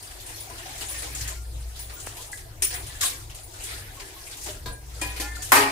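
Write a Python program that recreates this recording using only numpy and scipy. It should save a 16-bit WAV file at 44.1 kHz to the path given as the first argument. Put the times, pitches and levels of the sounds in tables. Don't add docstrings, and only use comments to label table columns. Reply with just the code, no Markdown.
import sys
import numpy as np
from scipy import signal
from scipy.io import wavfile

SR = 44100
rng = np.random.default_rng(int(sys.argv[2]) if len(sys.argv) > 2 else 0)


def elevation(decibels):
    levels = np.asarray(decibels, float)
    return 10 ** (levels / 20)


def generate_wav(signal):
    frames = np.transpose(np.atleast_2d(signal))
    scaled = np.clip(frames, -1, 1) * 32767
    pcm = np.round(scaled).astype(np.int16)
    wavfile.write(sys.argv[1], SR, pcm)


N = 251807
TIME = np.arange(N) / SR

# t/s, level/dB
BANG = [
    (5.519, -10.5),
    (5.558, -17),
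    (5.585, -24),
    (5.629, -35),
]


def rms_one(x):
    return x / np.sqrt(np.mean(x ** 2) + 1e-20)


def at_hz(points, hz):
    f, value = np.array(points)[:, :2].T
    return np.interp(np.log(hz), np.log(np.maximum(f, 1)), value)


def filtered(x, order, corner_hz, kind):
    return signal.sosfilt(signal.butter(order, corner_hz, kind, fs=SR, output="sos"), x)


def drift(rate_hz):
    step = 40
    r = np.exp(-2 * np.pi * rate_hz * step / SR)
    white = rng.standard_normal(N // step + 2002)
    slow = signal.lfilter([1], [1, -2 * r, r * r], white)[2000:]
    return np.interp(np.arange(N) / step, np.arange(len(slow)), rms_one(slow))


def dying(start_s, t60, rise_s):
    first = int(start_s * SR)
    t = np.arange(min(int(1.2 * t60 * SR), N - first)) / SR
    return slice(first, first + len(t)), (1 - np.exp(-t / rise_s)) * elevation(-60 * t / t60)


def add_mode(out, start_s, hz, level_db, t60, rise_s):
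    span, shape = dying(start_s, max(t60, .02), rise_s)
    t = np.arange(len(shape)) / SR
    out[span] += elevation(level_db) * shape * np.sin(2 * np.pi * hz * t)


def bands(low_hz, count):
    # f/Hz, likeness/-1..1
    likeness = [(60, 0.96), (110, 0.93), (200, 1), (380, 1), (700, 0.4), (1290, -0.43), (2380, 0.076),
                (4400, -0.022), (8120, 0.026), (15000, -0.092)]
    # f/Hz, level/dB
    left_lead = [(60, 2), (130, 2.5), (290, 5), (640, 6), (1410, 3), (3100, -1), (6820, 4.5), (15000, -2)]
    white = rng.standard_normal((2, 2, N))
    edges = np.minimum(low_hz * 2 ** (np.arange(count + 1) / 3), .45 * SR)
    for k, (low, high) in enumerate(zip(edges, edges[1:])):
        pair = filtered(white[k % 2], 2, [low, high], "band")
        mid, side = pair / np.sqrt(2 * (high - low) / SR)
        hz = np.sqrt(low * high)
        alike = np.clip(at_hz(likeness, hz), -.99, .99)
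        lean = elevation(at_hz(left_lead, hz) / 2 * np.array([[1], [-1]]))
        stereo = np.sqrt(1 + alike) * mid + np.sqrt(1 - alike) * side * [[1], [-1]]
        yield hz, high - low, lean * stereo / 2 ** .5


def flow_power():
    # t/s, flow level/dB, fall level/dB (how hard the stream lands on steel)
    flow = [(0.0, -49, 0), (0.54, -44.5, 1), (1.19, -41, 0), (1.32, -51, 10), (1.43, -53, -5.5),
            (1.76, -50.5, -0.5), (2.22, -44, -3), (2.45, -59.5, 0), (2.96, -44, 0), (3.1, -45.5, 1.5),
            (3.4, -56.5, -6), (3.72, -38, 0.5), (3.85, -49, 1.5), (4.4, -44.5, -4), (4.8, -55.5, -6),
            (5.07, -44, 4), (5.34, -48, 1), (5.71, -39.5, -5)]
    s, flow_rows, fall_rows = np.transpose(flow)
    flow_db, fall_db = np.interp(TIME, s, flow_rows), np.interp(TIME, s, fall_rows)
    swing_db = flow_db + 50
    gurgle_db = -51 + 0.3 * (swing_db + fall_db)
    wash_db = -51 + 0.95 * swing_db + fall_db
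    spray_db = flow_db + 0.5
    power = [elevation(2 * level_db) for level_db in (gurgle_db, wash_db, spray_db)]
    span, shape = dying(5.53, t60=0.52, rise_s=0.024)
    for layer, level_db in zip(power, (-46, -12, -20)):
        layer[span] += (elevation(level_db) * shape) ** 2
    return power


def splashes():
    # t/s, peak level/dB, brightest f/Hz
    spatters = [(0.198, -33.5, 3550), (0.261, -28.5, 8590), (0.3594, -30, 10600), (0.4005, -34.5, 9700),
                (0.7512, -33, 8250), (0.778, -28, 6600), (0.91, -28, 6800), (0.9797, -29.5, 9680),
                (1.757, -33, 3930), (1.9994, -30, 8080), (2.2194, -31.5, 7100), (2.315, -26.5, 9300),
                (2.6354, -31, 9680), (2.864, -28, 9800), (3.5344, -35, 7750), (3.636, -23, 9200),
                (4.2657, -30.5, 2460), (4.369, -28, 10100), (4.412, -27, 6300), (4.437, -26, 8000),
                (4.8943, -42, 3640), (4.9387, -34.5, 7700), (5.3532, -29, 7250), (5.4887, -30, 7500)]
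    # t/s, spray peak level/dB, wash level/dB, brightest f/Hz
    slops = [(0.025, -31.5, -46, 9700), (0.108, -37, -39, 8460), (0.2887, -29.5, -37, 9740),
             (0.582, -32, -35.5, 2840), (0.9394, -37, -35, 2430), (1.148, -21, -38, 7600),
             (1.208, -22, -30, 5040), (1.275, -21.5, -33, 7200), (1.7893, -32, -40.5, 9690),
             (2.0627, -27.5, -36, 8150), (2.167, -30, -38.5, 10800), (2.372, -29.5, -41.5, 8500),
             (2.6564, -25, -43, 9500), (2.704, -29, -33, 2860), (2.725, -29, -28, 1600),
             (3.0085, -14, -22, 6660), (3.011, -16, -40, 3800), (3.03, -16, -28, 3200),
             (3.055, -19, -34, 3700), (3.297, -34, -43, 3000), (3.346, -30, -44, 9700),
             (3.385, -38, -45, 3200), (3.54, -39, -43, 1300), (3.602, -34, -42, 2850),
             (3.775, -32, -40, 4500), (4.31, -31, -42, 5000), (4.486, -29, -37, 3000),
             (5.162, -28.5, -31, 4500), (5.4205, -20, -37, 7850)]
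    # t/s, spray peak level/dB, gurgle level/dB, t60/s, brightest f/Hz
    dumps = [(0.4984, -30, -38.5, 0.14, 8900), (0.6554, -36.5, -42, 0.82, 8530),
             (0.8086, -24, -36, 0.35, 4380), (0.886, -30, -41.5, 0.59, 9700),
             (1.0204, -24, -35.5, 0.23, 9020), (1.895, -37, -41.5, 0.39, 9680),
             (2.6208, -8.5, -36.5, 0.23, 8800), (2.7374, -26, -46, 0.55, 9700),
             (3.0294, -13.5, -50, 0.24, 7600), (3.058, -20, -42, 0.19, 10700),
             (3.997, -29.5, -42, 0.3, 4460), (4.46, -25, -32, 0.37, 7340), (4.658, -27, -30.5, 0.31, 4120),
             (5.0136, -16.5, -31.5, 0.29, 8140), (5.1976, -20, -31, 0.33, 8400)]
    rows = [(s, spray_db, -90, -90, 0.4, hz) for s, spray_db, hz in spatters]
    for s, spray_db, wash_db, hz in slops:
        rows.append((s, spray_db, wash_db, wash_db - 20.5, 0.37, hz))
    for s, spray_db, gurgle_db, t60, hz in dumps:
        wash_db = -19.5 + 0.52 * spray_db
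        rows.append((s, spray_db, wash_db, gurgle_db, t60, hz))
    return rows


def bubbles(gain, hz):
    out = np.zeros((2, N))
    drops_per_s = 260 / 20
    for when, pitch, size, side, other in rng.random((int(drops_per_s * N / SR), 5)):
        span, shape = dying(when * N / SR, t60=45 / hz ** .85, rise_s=3.5 / hz)
        t = np.arange(len(shape)) / SR
        phase = 2 * np.pi * hz * 2 ** ((pitch - .5) / 3) * (t + .3 * t ** 2)
        size_db = -4 - 1.17 * np.log2(hz / 1000) + 14.4 * size
        side_db = 16.8 * (side - .5) * np.array([[1], [-1]])
        ear_phase = [[0], [other * min(hz / 150, 2 * np.pi)]]
        out[:, span] += gain[span.start] * elevation(size_db + side_db) * shape * np.sin(phase + ear_phase)
    return out


def add_splash_glints(gain, hz, events):
    for s, spray_db, _, _, t60, bright_hz in events:
        octaves = np.log2(bright_hz / hz)
        if abs(octaves) < .5:
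            span, shape = dying(s, 0.69 * t60, 0.00047)
            gain[span] = np.hypot(gain[span], elevation(spray_db - 13 - 160 * octaves ** 2) * shape)


def add_bang_wash(gain, hz, width):
    # f/Hz, level/dB per Hz
    bang_colour = [(88, -66), (150, -51), (274, 0), (413, -12), (512, -30), (575, -2), (883, 0),
                   (1330, -2.5), (1890, -2), (3520, -17), (4600, -10), (7530, -11), (14600, -15),
                   (15800, -33)]
    # f/Hz, t60/s
    bang_decay = [(200, 0.3), (700, 0.52), (2000, 0.27), (6000, 0.33), (14000, 0.28)]
    for s, bang_db in BANG:
        span, shape = dying(s, at_hz(bang_decay, hz), 0.71 / hz)
        uneven_db = 2.64 * rng.standard_normal()
        level_db = bang_db + at_hz(bang_colour, hz) - 32.5 + uneven_db
        gain[span] = np.hypot(gain[span], elevation(level_db) * np.sqrt(width) * shape)


def water_and_bang():
    # f/Hz, level/dB per Hz
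    water_colour = [(100, -44), (170, -48), (198, -8.5), (336, 0), (540, -5), (666, -0.5), (1050, -5.5),
                    (1250, -8), (1620, -4), (2660, -7.5), (4970, -8), (6010, -10.5), (9470, -8),
                    (15800, -20.5)]
    power, events = flow_power(), splashes()
    for s, spray_db, wash_db, gurgle_db, t60, _ in events:
        span, shape = dying(s, max(t60, .05), 0.002)
        for layer, level_db in zip(power, (gurgle_db - 4.5, wash_db - 4.5, spray_db - 11)):
            layer[span] += (elevation(level_db) * shape) ** 2
    level = np.log(power) / 2
    out, surge = 0, drift(10)
    for hz, width, noise in bands(200.03, count=20):
        place = np.interp(np.log(hz), np.log([600, 2000, 6500]), [0, 1, 2])
        shares = np.maximum(1 - np.abs(place - np.arange(3)), 0)
        flicker_db = 0.13 * surge + 2.34 * drift(11.6) + 1.04 * drift(61)
        colour = elevation(at_hz(water_colour, hz) - 30 + flicker_db) * np.sqrt(width)
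        gain = colour * np.exp(shares @ level)
        out = out + bubbles(gain, hz)
        add_splash_glints(gain, hz, events)
        add_bang_wash(gain, hz, width)
        out = out + gain * noise
    return filtered(out, 6, 245, "high")


def swelling(idle_db, swells, approach_s, leave_s):
    s, peak_db = np.transpose(swells)[:2]
    t = TIME[::64, None]
    away = np.where(t < s, (s - t) / np.maximum(approach_s, .02), (t - s) / leave_s)
    power = elevation(2 * idle_db) + elevation(2 * (peak_db - 15 * away)).sum(axis=1)
    return np.interp(TIME, t[:, 0], 10 * np.log10(power))


def rumble():
    # f/Hz, level/dB per Hz
    rumble_colour = [(12, -32), (20, 5.5), (48, 5.5), (98, -1), (131, -14), (184, -55.5), (220, -26),
                     (290, -56), (480, -120)]
    # f/Hz, level/dB, width/Hz
    hums = [(104.35, -0.5, 2.2), (130.9, -8, 1.9), (79.7, -11.5, 2.7)]
    # peak t/s, peak level/dB
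    rumble_swells = [(0.0, -44), (1.301, -43), (1.57, -46), (1.76, -50), (2.1, -49), (2.67, -40.5),
                     (2.95, -42), (3.3, -44), (3.88, -47), (4.68, -41.5), (5.07, -46), (5.5, -43)]
    # peak t/s, peak level/dB, approach/s
    drone_swells = [(0.95, -52, .2), (1.26, -38, 0.42), (1.37, -39, .4), (1.48, -38, 0.43), (1.58, -37, .4),
                    (1.69, -33.5, 0.42), (1.91, -40.5, 0.34), (2.67, -46, 0.11), (2.85, -39.5, 0.2),
                    (3.77, -46, 0.37), (4.7, -46, .3), (5.0, -39.5, 0.47), (5.2, -39, .4),
                    (5.36, -34, 0.46)]
    # peak t/s, peak level/dB
    hum_swells = [(0.0, -49), (0.41, -53), (0.75, -48), (1.24, -41), (1.57, -44), (1.91, -53.5),
                  (2.08, -49.5), (2.53, -40), (2.87, -42), (3.0, -48), (3.3, -43.5), (3.82, -43),
                  (4.35, -54), (4.68, -38.5), (5.07, -40.5), (5.63, -39)]
    rumble_db = swelling(-49.5, rumble_swells, approach_s=0.31, leave_s=0.19)
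    drone_db = swelling(-59, drone_swells, np.transpose(drone_swells)[2], leave_s=0.07)
    hum_db = swelling(-55, hum_swells, approach_s=0.24, leave_s=.17)
    noise = 0
    for hz, width, band in bands(20.66, count=10):
        noise = noise + elevation(at_hz(rumble_colour, hz)) * np.sqrt(width) * band
    noise = filtered(noise, 6, 165, "low")
    hum = 0
    for hz, level_db, width in hums:
        r = np.exp(-np.pi * width / SR)
        resonance = [1, -2 * r * np.cos(2 * np.pi * hz / SR), r * r]
        ringing = signal.lfilter([1, 0, -1], resonance, rng.standard_normal(N))
        hum = hum + elevation(level_db) * rms_one(ringing)
    drone_hz = 58.9 + 0.5 * drift(2.92)
    drone = np.sin(2 * np.pi * np.cumsum(drone_hz) / SR)
    lean = elevation([[.8], [-.8]])
    tones = elevation(drone_db + 4) * drone + elevation(hum_db - 1) * hum
    return elevation(rumble_db + 1) * rms_one(noise) + lean * tones


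def plops():
    # t/s, peak level/dB, f/Hz, t60/s
    plop_rows = [(0.0238, -33, 4760, 0.06), (0.03, -38, 5300, .07), (0.0742, -30, 4760, 0.07),
                 (0.345, -33, 4250, .08), (0.222, -36, 4250, .05), (0.582, -35, 4050, .06),
                 (1.36, -48, 1400, .7), (5.44, -38, 1700, .12), (2.33, -23, 1670, 0.067),
                 (2.33, -19.5, 1985, 0.053), (3.0214, -29, 1154, 0.19), (2.622, -27, 2350, .15),
                 (2.745, -36, 700, .3), (2.748, -28, 2020, .06), (2.9, -40, 1750, .3),
                 (2.95, -36, 1700, .2), (3.028, -30, 1600, .1), (3.056, -27, 1650, .08),
                 (0.822, -32, 3080, .08), (1.038, -33, 3750, .08), (3.9694, -40, 1098, 0.4),
                 (4.1644, -40, 1094, 0.25), (2.727, -41, 487, 0.54), (4.021, -43, 392, 0.77),
                 (4.484, -32, 401, 0.2), (4.486, -32, 609, 0.22), (5.3677, -26, 1410, 0.073)]
    # t/s, peak level/dB, f/Hz
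    gulp_rows = [(0.494, -39, 681), (0.47, -42, 760), (0.5906, -44, 1040), (0.655, -37, 760),
                 (0.70, -39, 850), (0.839, -42, 800), (0.9423, -36, 1830), (1.0705, -40, 1040),
                 (1.169, -43, 315), (1.962, -39, 1420), (2.178, -42, 875), (2.725, -42.5, 738),
                 (2.8973, -40.5, 1960), (3.034, -32, 1070), (3.041, -39, 732)]
    out = np.zeros(N)
    for s, peak_db, hz, t60 in [*plop_rows, *[(*gulp, 0.3) for gulp in gulp_rows]]:
        add_mode(out, s, hz, peak_db - 2.5, 0.51 * t60, rise_s=0.0018)
    return out


def bangles():
    # t/s, peak level/dB, upper ring level/dB, top ring level/dB, t60/s
    clinks = [(0.0258, -39, -57, -57, 0.11), (0.4017, -31, -52, -48, 0.14), (0.8838, -34, -39, -52, 0.36),
              (0.98, -31, -41, -58, 0.17), (1.7922, -35.5, -43, -46, 0.2), (1.8463, -43, -62, -63, 0.21),
              (1.935, -38, -45, -41, 0.079), (2.6341, -19, -36, -37, 0.15),
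              (2.6456, -14.5, -40, -40, 0.065), (2.743, -29, -45, -43, 0.11), (2.787, -45, -53, -59, 0.15),
              (2.868, -38, -56, -61, 0.1), (3.0574, -48, -29, -46, 0.088), (3.4306, -39, -51, -56, 0.15),
              (4.7255, -33.5, -58, -63, 0.11), (5.1, -38, -48, -62, 0.11)]
    bangle_hz = [9685, 9728, 10810, 15470]
    out = np.zeros(N)
    for s, peak_db, upper_db, top_db, t60 in clinks:
        levels_db = (peak_db + 2, peak_db - 12, upper_db + 3.5, top_db + 13)
        for hz, level_db in zip(bangle_hz, levels_db):
            add_mode(out, s, hz, level_db, t60, rise_s=.003)
    return out


def tap():
    t = (TIME - 2.0722) / 0.00048
    return elevation(-19.5) * (np.exp(-(3 * t) ** 2) - 0.2 * np.exp(-(1.2 * (t - 1.2)) ** 2))


def metal():
    # t/s, peak level/dB, share of free ring time
    knock, full_knock, lid_knock = (5.016, -30, 0.87), (5.199, -31.5, 0.9), (4.658, -38.5, 0.72)
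    vessel_hz, full_hz = [308, 554, 791, 993, 1674, 1880, 2449, 3117, 4328, 4920], [307, 549, 1030, 1880, 2449, 4436, 4592]
    lid_hz, bang_hz = [215, 312, 458, 996, 1626, 2369, 3763, 4242], [273, 380, 409, 459, 840, 866, 918, 1040, 1158, 1194, 1254, 1500,
                                       1643, 1832, 1878, 2323, 2410, 2573]
    # level/dB, t60/s
    vessel, full, lid = [(0, 0.12), (-14, .3), (-6, .17), (-6, 0.7), (-9, 0.35), (3, 0.08), (1, 0.28),
                         (-9, .12), (-10, .25), (-5, .08)], [(3, .11), (-12, .25), (-10, .25), (-6, .08), (-10, .1), (-10, .3),
                                         (-7, .2)], [(-5, 0.35), (-3, 0.206), (-6, 0.3), (2, 0.14),
                                                       (1.5, 0.42), (-12, 0.26), (-6, 0.22), (-6, 0.22)]
    # delay/s, level/dB, t60/s
    bang_modes = [(0.062, -24, 0.33), (0.0031, -26, 0.25), (.05, -23, 0.3), (0.0031, -37, 0.5),
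                  (.04, -27, 0.54), (0.0029, -27, 0.38), (.01, -23.5, 0.35), (0.00128, -13.5, 0.12),
                  (0.00308, -35, 0.59), (0.042, -33, 0.56), (.02, -24.5, 0.8), (0.0008, -12, 0.068),
                  (.03, -30, 0.25), (0.045, -30, 0.2), (.038, -16, 0.22), (.09, -28, 0.4),
                  (0.0372, -30, 0.31), (0.035, -20, .1)]
    groups = np.zeros((5, N))
    knocks = [(knock, vessel_hz, vessel), (full_knock, full_hz, full), (lid_knock, lid_hz, lid)]
    for (s, peak_db, freedom), pitches, modes in knocks:
        for k, (hz, (level_db, t60)) in enumerate(zip(pitches, modes)):
            add_mode(groups[k % 5], s, hz, peak_db + level_db, freedom * t60, rise_s=0.0011)
    for k, (hz, (delay_s, level_db, t60)) in enumerate(zip(bang_hz, bang_modes)):
        start_s = BANG[0][0] + delay_s
        add_mode(groups[k % 5], start_s, hz, level_db + 1, t60, rise_s=.0005 + .2 * delay_s)
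    return sum(group * elevation(2.3 * drift(30)) for group in groups)


def tipped_vessel():
    # t/s, length/s, start f/Hz, final f/Hz, level/dB
    tipped = [
        (5.2, .09, 770, 832, -39),
        (5.205, .2, 1722, 1775, -38),
        (5.21, .07, 2420, 2530, -46),
        (5.215, .09, 1388, 1412, -41),
        (5.245, .13, 2062, 2103, -44),
    ]
    out = np.zeros(N)
    for s, length_s, hz, final_hz, level_db in tipped:
        u = np.arange(int(length_s * SR)) / (length_s * SR)
        pitch = final_hz + (hz - final_hz) * (1 - u) ** 3
        tone = np.sin(2 * np.pi * np.cumsum(pitch) / SR)
        out[int(s * SR):][:len(u)] += elevation(level_db) * np.sin(np.pi * u) ** .5 * tone
    return out


def kitchen(x):
    t = np.arange(SR // 2) / SR
    decay = elevation(-60 * t / 0.51) * (t > .004)
    common, left, right = rng.standard_normal((3, len(t))) * decay
    tails = filtered(common, 2, 600, "low") + filtered([left, right], 2, 600, "high")
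    tails = tails / np.sqrt(np.sum(common ** 2))
    return elevation(2) * signal.fftconvolve(x[None], tails, axes=1)[:, :N]


def scene():
    steel = metal()
    near = (plops() + bangles() + tipped_vessel()) * elevation(2.2 * drift(50))
    close = elevation(-0.5) * steel + near
    direct = np.array([elevation(1.5) * np.roll(close, 1), elevation(-1.5) * close])
    echo = kitchen(elevation(-3) * steel + elevation(-8) * near)
    hiss = elevation(-58) * np.diff(rng.standard_normal((2, N + 1)))
    return water_and_bang() + direct + echo + tap() + rumble() + hiss


def band_limit(x):
    return signal.sosfilt(signal.butter(12, 16540, fs=SR, output="sos"), x)


def record(dry):
    held = np.clip(dry, -1, 1)
    top_cut = signal.ellip(8, .5, 60, 15500, fs=SR, output="sos")
    return band_limit(signal.sosfilt(top_cut, held))


dry = scene()
out = record(dry)
generate_wav(out)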